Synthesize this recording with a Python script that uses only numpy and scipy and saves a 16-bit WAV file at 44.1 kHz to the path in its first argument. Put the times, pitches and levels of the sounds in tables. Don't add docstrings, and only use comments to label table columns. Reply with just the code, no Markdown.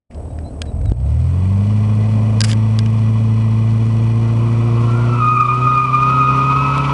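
import sys
import numpy as np
from scipy import signal
from scipy.fft import rfft, irfft
from scipy.io import wavfile
from scipy.ndimage import uniform_filter1d

SR = 44100
rng = np.random.default_rng(int(sys.argv[2]) if len(sys.argv) > 2 else 0)


def file_out(sig):
    cols = np.atleast_2d(sig).T
    lim = np.clip(cols, -1, 1)
    pcm = np.round(lim * 32767).astype(np.int16)
    wavfile.write(sys.argv[1], SR, pcm)


N = 305613
TIME = np.arange(N) / SR


def amp(db):
    return 10 ** (np.asarray(db) / 20)


def unit(x):
    return x / np.sqrt(np.mean(abs(x) ** 2) + 1e-20)


def curves(rows):
    s, *columns = np.transpose(rows)
    return [np.interp(TIME, s, c) for c in columns]


def colour(x, points):
    hz, db = np.transpose(points)
    f = np.fft.rfftfreq(len(x), 1 / SR)
    return irfft(rfft(x) * amp(np.interp(np.log(f + 1), np.log(hz), db)), len(x))


def noise():
    return rng.standard_normal(N)


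def wander(rate_hz):
    size, step = 32768, 16
    f = np.fft.rfftfreq(size, step / SR)
    slow = irfft(rfft(rng.standard_normal(size)) / (1 + (f / rate_hz) ** 4), size)
    return unit(np.interp(np.arange(N) / step, np.arange(size), slow))


def phase_of(hz):
    return 2 * np.pi * np.cumsum(hz) / SR


def ring(x, hz, width_hz):
    return signal.lfilter(*signal.iirpeak(hz, hz / width_hz, SR), x)


def fade_in(start_s, length_s):
    return np.clip((TIME - start_s) / length_s, 0, 1)


def bout(middle_s, length_s):
    return np.exp(-np.minimum(((TIME - middle_s) / (length_s / 2)) ** 2, 20) ** 2)


def add(mix, s, sound):
    part = mix[round(s * SR):][:len(sound)]
    part += sound[:len(part)]


# t/s, f/Hz
FIRING_RATE = [(0.68, 39), (0.8, 43), (0.9, 52), (1.1, 73.8), (1.29, 86.5), (1.72, 105.3), (2.15, 107.7),
               (2.76, 109.7), (3.44, 110.5), (4.3, 113.8), (5.16, 118.5), (5.7, 127), (6.45, 133.3),
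               (6.92, 138.6)]
def speed_octaves(stall_hz=110):
    return np.log2(curves(FIRING_RATE)[0] / stall_hz)


# t/s, level/dB
ENGINE_LOAD = [(0.66, -32), (0.83, -18.5), (1.1, -16), (1.7, -14.5), (3.3, -15), (5, -16.5), (5.7, -19.5),
               (6.3, -17.5), (6.9, -14.5)]
# t/s, level/dB
ENGINE_SAG = [(5.1, 3.5), (5.48, -3), (5.66, 3), (5.82, -3), (6.06, 2)]
# f/Hz, level/dB
MUFFLER_RESPONSE = [(25, -26), (42, -6), (55, -5), (70, -1.5), (105, -1.5), (125, 2), (165, -14),
                    (195, -10.5), (220, -12), (265, -13.5), (290, -21.5), (320, -30), (345, -8), (375, -4),
                    (415, -15), (465, -2), (550, -13)]
def tone_db(order):
    hz, db = np.transpose(MUFFLER_RESPONSE)
    muffler_db = np.interp(np.log(order * curves(FIRING_RATE)[0]), np.log(hz), db)
    return curves(ENGINE_LOAD)[0] + curves(ENGINE_SAG)[0] + muffler_db


# multiple of the firing rate, level/dB against the firing tone
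CYLINDER_TONES = [(0.749, -33), (0.873, -38.5), (1.125, -28.5), (1.25, -20.5), (1.374, -40.5),
                  (1.75, -25.5), (2.125, -33.5), (2.249, -28), (2.498, -41.5), (2.749, -39.5),
                  (3.75, -41.5), (4.25, -40), (5.002, -40)]
def exhaust(firing):
    chug = bout(middle_s=1.15, length_s=.52)
    dull_db, lope_db = -8 * chug, 5.5 * chug
    blare_db = 19.5 * speed_octaves()
    firing_db = tone_db(1)
    drone = amp(firing_db + 0.25 * wander(9.1)) * np.cos(firing)
    drone += amp(tone_db(2) + 0.26 + dull_db + 0.19 * wander(60)) * np.cos(2 * firing)
    drone += amp(tone_db(3) - 10 + dull_db / 2 + 0.89 * wander(7.7)) * np.cos(3 * firing)
    drone += amp(tone_db(1.5) - 12 + lope_db + 0.39 * wander(27)) * np.sin(1.5 * firing)
    drone += amp(tone_db(.5) - 16 + dull_db + 0.39 * wander(13)) * np.cos(firing / 2)
    drone += amp(tone_db(4) - 23 + blare_db + dull_db + 0.85 * wander(18)) * np.cos(4 * firing)
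    for multiple, db in CYLINDER_TONES:
        gain = amp(firing_db + db + 1.6 * wander(6.5))
        drone += gain * np.cos(multiple * firing + 2 * np.pi * rng.random())
    return np.sqrt(2) * drone


# t/s, level/dB
GAS_RUSH = [(0.7, -35), (1.3, -38), (2.3, -30), (2.65, -34.5), (3.4, -36.5), (4.9, -32), (5.7, -31.5),
            (6.9, -30)]
# f/Hz, relative level/dB
GAS_SPECTRUM = [(25, -21.5), (60, -3.5), (110, 4.5), (190, 2), (280, 1.5), (350, -7.5), (460, -4.5),
                (700, -5), (790, -12), (950, -16.5), (1200, -24), (1500, -31), (4000, -44.5)]
# t/s, level/dB
PIPE_BURBLE = [(0.64, -30), (0.89, -16), (0.96, -40), (6.9, -44)]
def tailpipe(firing, pipe_hz=73.8, width_hz=35):
    puffs = unit(colour(noise() * (1 + 0.19 * np.cos(firing)), GAS_SPECTRUM))
    boom = ring(ring(noise(), pipe_hz, width_hz), pipe_hz, width_hz)
    boom /= np.sqrt(uniform_filter1d(boom ** 2, size=3000) + 1e-14)
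    rush_db = curves(GAS_RUSH)[0] + curves(ENGINE_SAG)[0]
    return amp(rush_db) * puffs + amp(curves(PIPE_BURBLE)[0]) * boom


# f/Hz, relative level/dB
HISS_SPECTRUM = [(300, -22), (800, -16.5), (1400, 4), (1750, -4), (2300, 1.5), (3700, -8.5), (4300, -4.5),
                 (5300, -8.5), (7300, -11), (9700, -12), (10800, -27)]
# f/Hz, width/Hz, relative level/dB
BODY_HOLLOWS = [(912.6, 54, 4.5), (1044, 250, 6.5), (1983, 113, -0.5), (2434, 265, -2.5), (2944, 140, -4.5),
                (3333, 200, -8), (4230, 680, -15.5), (5670, 450, -15.5)]
# t/s, level/dB
VALVE_TICKS = [(0.72, -71), (0.85, -54), (1.15, -57), (1.4, -60), (6.9, -65.5)]
def engine_bay(firing):
    hiss_db = -49 + 10 * speed_octaves()
    roar_db = -41 + 20.5 * speed_octaves() + curves(ENGINE_SAG)[0]
    hiss = colour(noise() * (1 + 0.14 * np.cos(firing)) * amp(2.8 * wander(150)), HISS_SPECTRUM)
    air = noise() * amp(1.4 * wander(55))
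    roar = sum(amp(db) * ring(ring(air, hz, width), hz, width) for hz, width, db in BODY_HOLLOWS)
    valve_cycle = firing / (4 * np.pi) % 1
    ticks = colour(noise() * np.exp(-valve_cycle / 0.1) * amp(3.5 * wander(40)), HISS_SPECTRUM)
    fan = amp(hiss_db) * unit(hiss) + amp(roar_db) * unit(roar)
    return fan + amp(curves(VALVE_TICKS)[0]) * unit(ticks)


# f/Hz, level/dB
HIGH_TONES = [(5588, -78), (8078, -59), (9700, -77), (10950, -74)]
# t/s, level/dB added to the tones
WHINE_LEVEL = [(1.5, 1.5), (5, -1.5), (5.4, -6), (6.9, -10)]
def camera_whine():
    tremble = 1 + .0005 * wander(25)
    tones = sum(amp(db) * np.sin(phase_of(hz * tremble)) for hz, db in HIGH_TONES)
    return np.sqrt(2) * amp(curves(WHINE_LEVEL)[0] + dip_db()) * tones


# t/s, peak level/dB, ring f/Hz,
# t60/s
CASE_CLICKS = [(0.110, -33, 1970, 0.12), (0.146, -36.5, 3600, 0.025), (0.388, -29, 1900, 0.014),
               (0.618, -10.5, 4000, 0.013), (0.655, -38, 1620, 0.1), (0.919, -29, 2800, 0.007),
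               (2.406, -2, 4500, 0.011), (2.4155, -1.5, 4700, 0.0069), (2.4396, -16, 5100, 0.014),
               (2.4458, -10, 4800, 0.041), (2.515, -12, 3170, 0.013), (2.5313, -11.5, 3460, 0.0099),
               (2.7894, -10, 3450, .012), (2.861, -21, 2800, 0.012), (6.779, -19.5, 2200, 0.0088)]
# f/Hz, relative level/dB
CASE_SPECTRUM = [(600, -26), (1200, 2), (1650, 3), (2100, 3.5), (3000, 2), (4000, -5.5), (4900, 5.5),
                 (6100, -4), (7500, -0.5), (10000, -6)]
# t/s, level/dB
FINGER_DRAG = [(2.425, -88.5), (2.438, -20), (2.449, -20.5), (2.459, -41), (2.48, -31.5), (2.503, -25),
               (2.53, -34.5), (2.545, -54)]
def handling(case_hz=1610, case_db=-18, case_t60=0.042):
    out = amp(curves(FINGER_DRAG)[0]) * unit(colour(noise() * amp(3.2 * wander(400)), CASE_SPECTRUM))
    out *= (TIME > FINGER_DRAG[0][0]) & (TIME < FINGER_DRAG[-1][0])
    t = np.arange(4096) / SR
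    case_ring = amp(case_db - 60 * t / case_t60) * np.sin(2 * np.pi * case_hz * t)
    attack = 1 - np.exp(-t / 0.00017)
    for s, db, hz, t60 in CASE_CLICKS:
        grit = colour(rng.standard_normal(len(t)), CASE_SPECTRUM)
        click = (grit + 4.6 * ring(grit, hz, width_hz=1100)) * attack * amp(-60 * t / t60)
        add(out, s, amp(db) * (click / abs(click).max() + case_ring))
    return out


# t/s, length/s, start f/Hz, middle f/Hz, end f/Hz, level/dB
FAINT_CHIRPS = [(0.29, 0.045, 3800, 3880, 3750, -68), (0.438, 0.065, 3870, 4080, 4080, -56),
                (0.657, 0.054, 4100, 3880, 3900, -56), (0.843, 0.064, 4030, 3870, 3700, -57),
                (1.045, .045, 4000, 3850, 3800, -65)]
def chirps():
    out = np.zeros(N)
    for s, length, *pitches, db in FAINT_CHIRPS:
        progress = np.linspace(0, 1, int(length * SR))
        whistle = np.sin(phase_of(np.interp(progress, [0, .5, 1], pitches)))
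        add(out, s, amp(db) * unit(np.sin(np.pi * progress) * whistle))
    return out


POP_S = 0.9195
def exhaust_pop(level_db=-0.5, rise_s=0.0026, fall_s=0.00066):
    t = TIME - POP_S
    pulse = np.exp(-(t / np.where(t < 0, rise_s, fall_s)) ** 2)
    return amp(level_db) * signal.lfilter(*signal.butter(1, 60, "high", fs=SR), pulse)


def dip_db(depth_db=-7.5, recovery_s=0.085):
    since = np.maximum(TIME - POP_S, 0)
    return depth_db * fade_in(POP_S, 0.0026) * np.exp(-(since / recovery_s) ** 2)


# f/Hz, relative level/dB
RUBBER_SPECTRUM = [(500, -39), (790, -18), (950, 1.5), (1100, 2.5), (1300, -1), (1480, -13.5), (1780, -29),
                   (2100, -22), (2350, -9), (2750, -17.5), (3300, -23), (4800, -31), (9000, -53.5)]
# middle t/s, length/s, level/dB
TREAD_NOTES = [(4.27, 0.065, -45), (4.966, 0.21, -32.5), (5.296, 0.44, -35.5), (5.74, 0.18, -33),
               (6.238, 0.36, -31), (6.9, .1, -38.5)]
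def tyre_scrub(start_s=4.16, note_hz=1372):
    heat_db = 6 * (TIME - start_s)
    rasp_db = -38 + heat_db + 0.33 * curves(ENGINE_SAG)[0] + 0.44 * wander(19)
    rasp = amp(rasp_db) * unit(colour(noise() * amp(1.9 * wander(31)), RUBBER_SPECTRUM))
    flutter = 1 + 0.17 * wander(35)
    pitch = note_hz * (1 + .008 * wander(12) + .014 * wander(108))
    note = unit(flutter * np.cos(phase_of(pitch)))
    swells = sum(amp(db) * bout(s, length) for s, length, db in TREAD_NOTES)
    fizz = amp(-48.5) * unit(colour(noise() * amp(2.2 * wander(30)), HISS_SPECTRUM))
    return rasp * fade_in(start_s, 0.37) + swells * note + fizz * fade_in(start_s, 0.75)


# t/s, stick-slip f/Hz, level/dB
SQUEAL_NOTE = [(5.1, 1335, -25), (5.196, 1300, -25.5), (5.204, 1250, -16), (5.36, 1240, -13),
               (5.53, 1218, -15), (5.61, 1264, -21), (5.69, 1232, -12), (5.8, 1228, -13.5),
               (5.88, 1205, -14.5), (6.04, 1228, -12.5), (6.11, 1260, -15.5), (6.25, 1238, -10.5),
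               (6.31, 1254, -17), (6.38, 1226, -14.5), (6.56, 1264, -17.5), (6.62, 1288, -19),
               (6.77, 1280, -17), (6.92, 1295, -25.5)]
# middle t/s, length/s, roughness (0-1)
TREAD_CHATTER = [(5.43, .15, .68), (5.88, .12, .75)]
# harmonic number, level/dB against the note
SQUEAL_OVERTONES = [(3, -39), (4, -46), (5, -51)]
def tyre_squeal(steady_roughness=.17, grab_db=2, grab_flat_hz=9):
    hz, level_db = curves(SQUEAL_NOTE)
    grab = np.tanh(wander(17))
    hz, level_db = hz - grab_flat_hz * grab, level_db + grab_db * grab
    octave_db = -20.5 + 0.74 * level_db + 0.6 * (TIME - SQUEAL_NOTE[0][0])
    chatter = sum((top - steady_roughness) * bout(s, length) for s, length, top in TREAD_CHATTER)
    roughness = np.clip(steady_roughness + chatter, 0, 1)
    slip = phase_of(hz * (1 + .003 * wander(25) + .005 * wander(160)))
    strays = unit(wander(58) + 1j * wander(58)) * np.exp(-2j * np.pi * 20 * TIME)
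    tread = np.sqrt(1 - roughness ** 2) + roughness * strays
    strength = abs(tread) * amp(0.69 * wander(35) + 1.4 * wander(130))
    phase = slip + np.angle(tread)
    note = amp(level_db) * np.cos(phase)
    note += amp(octave_db + 3.9 * np.tanh(wander(23))) * np.cos(2 * phase)
    for harmonic, db in SQUEAL_OVERTONES:
        note += amp(level_db + db + 4.7 * wander(25)) * np.cos(harmonic * phase)
    return np.sqrt(2) * strength * note * fade_in(5.08, 0.058)


def reflections(x, wet_db, t60):
    t = np.arange(SR // 2) / SR
    taps = rng.standard_normal(len(t)) * (rng.random(len(t)) < .04)
    taps *= amp(-60 * t / t60) * (t > .006)
    return x + amp(wet_db) * signal.fftconvolve(x, taps / np.linalg.norm(taps))[:N]


def scene():
    firing = phase_of(curves(FIRING_RATE)[0] * (1 + 0.0027 * wander(7.7)))
    engine = (exhaust(firing) + tailpipe(firing) + engine_bay(firing)) * amp(dip_db()) + exhaust_pop()
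    tyres = reflections(tyre_squeal() + tyre_scrub(), wet_db=-16, t60=.25)
    return (engine + tyres + chirps() + handling())[None]


def gain_control(x, trigger_db=-3.0, step_db=2.0, recovery_db_per_s=30):
    peaks = abs(uniform_filter1d(x[0], size=10)) > amp(trigger_db)
    recovery = TIME * recovery_db_per_s
    duck_db = np.maximum(np.maximum.accumulate(step_db * peaks + recovery) - recovery, 0)
    return x * amp(-uniform_filter1d(duck_db, size=40))


# t/s, level/dB
MIC_FADE_IN = [(0.09, -61), (0.105, -11), (0.17, -1)]
def record(dry, ceiling=.68, cutoff_hz=11020):
    heard = gain_control((dry + camera_whine()) * amp(curves(MIC_FADE_IN)[0]))
    rounded = heard / (1 + (heard / ceiling) ** 16) ** (1 / 16)
    lowpass = signal.firwin(1001, cutoff_hz, window=("kaiser", 8), fs=SR)
    return signal.oaconvolve(rounded, lowpass[None], "same")


dry = scene()
out = record(dry)
file_out(out)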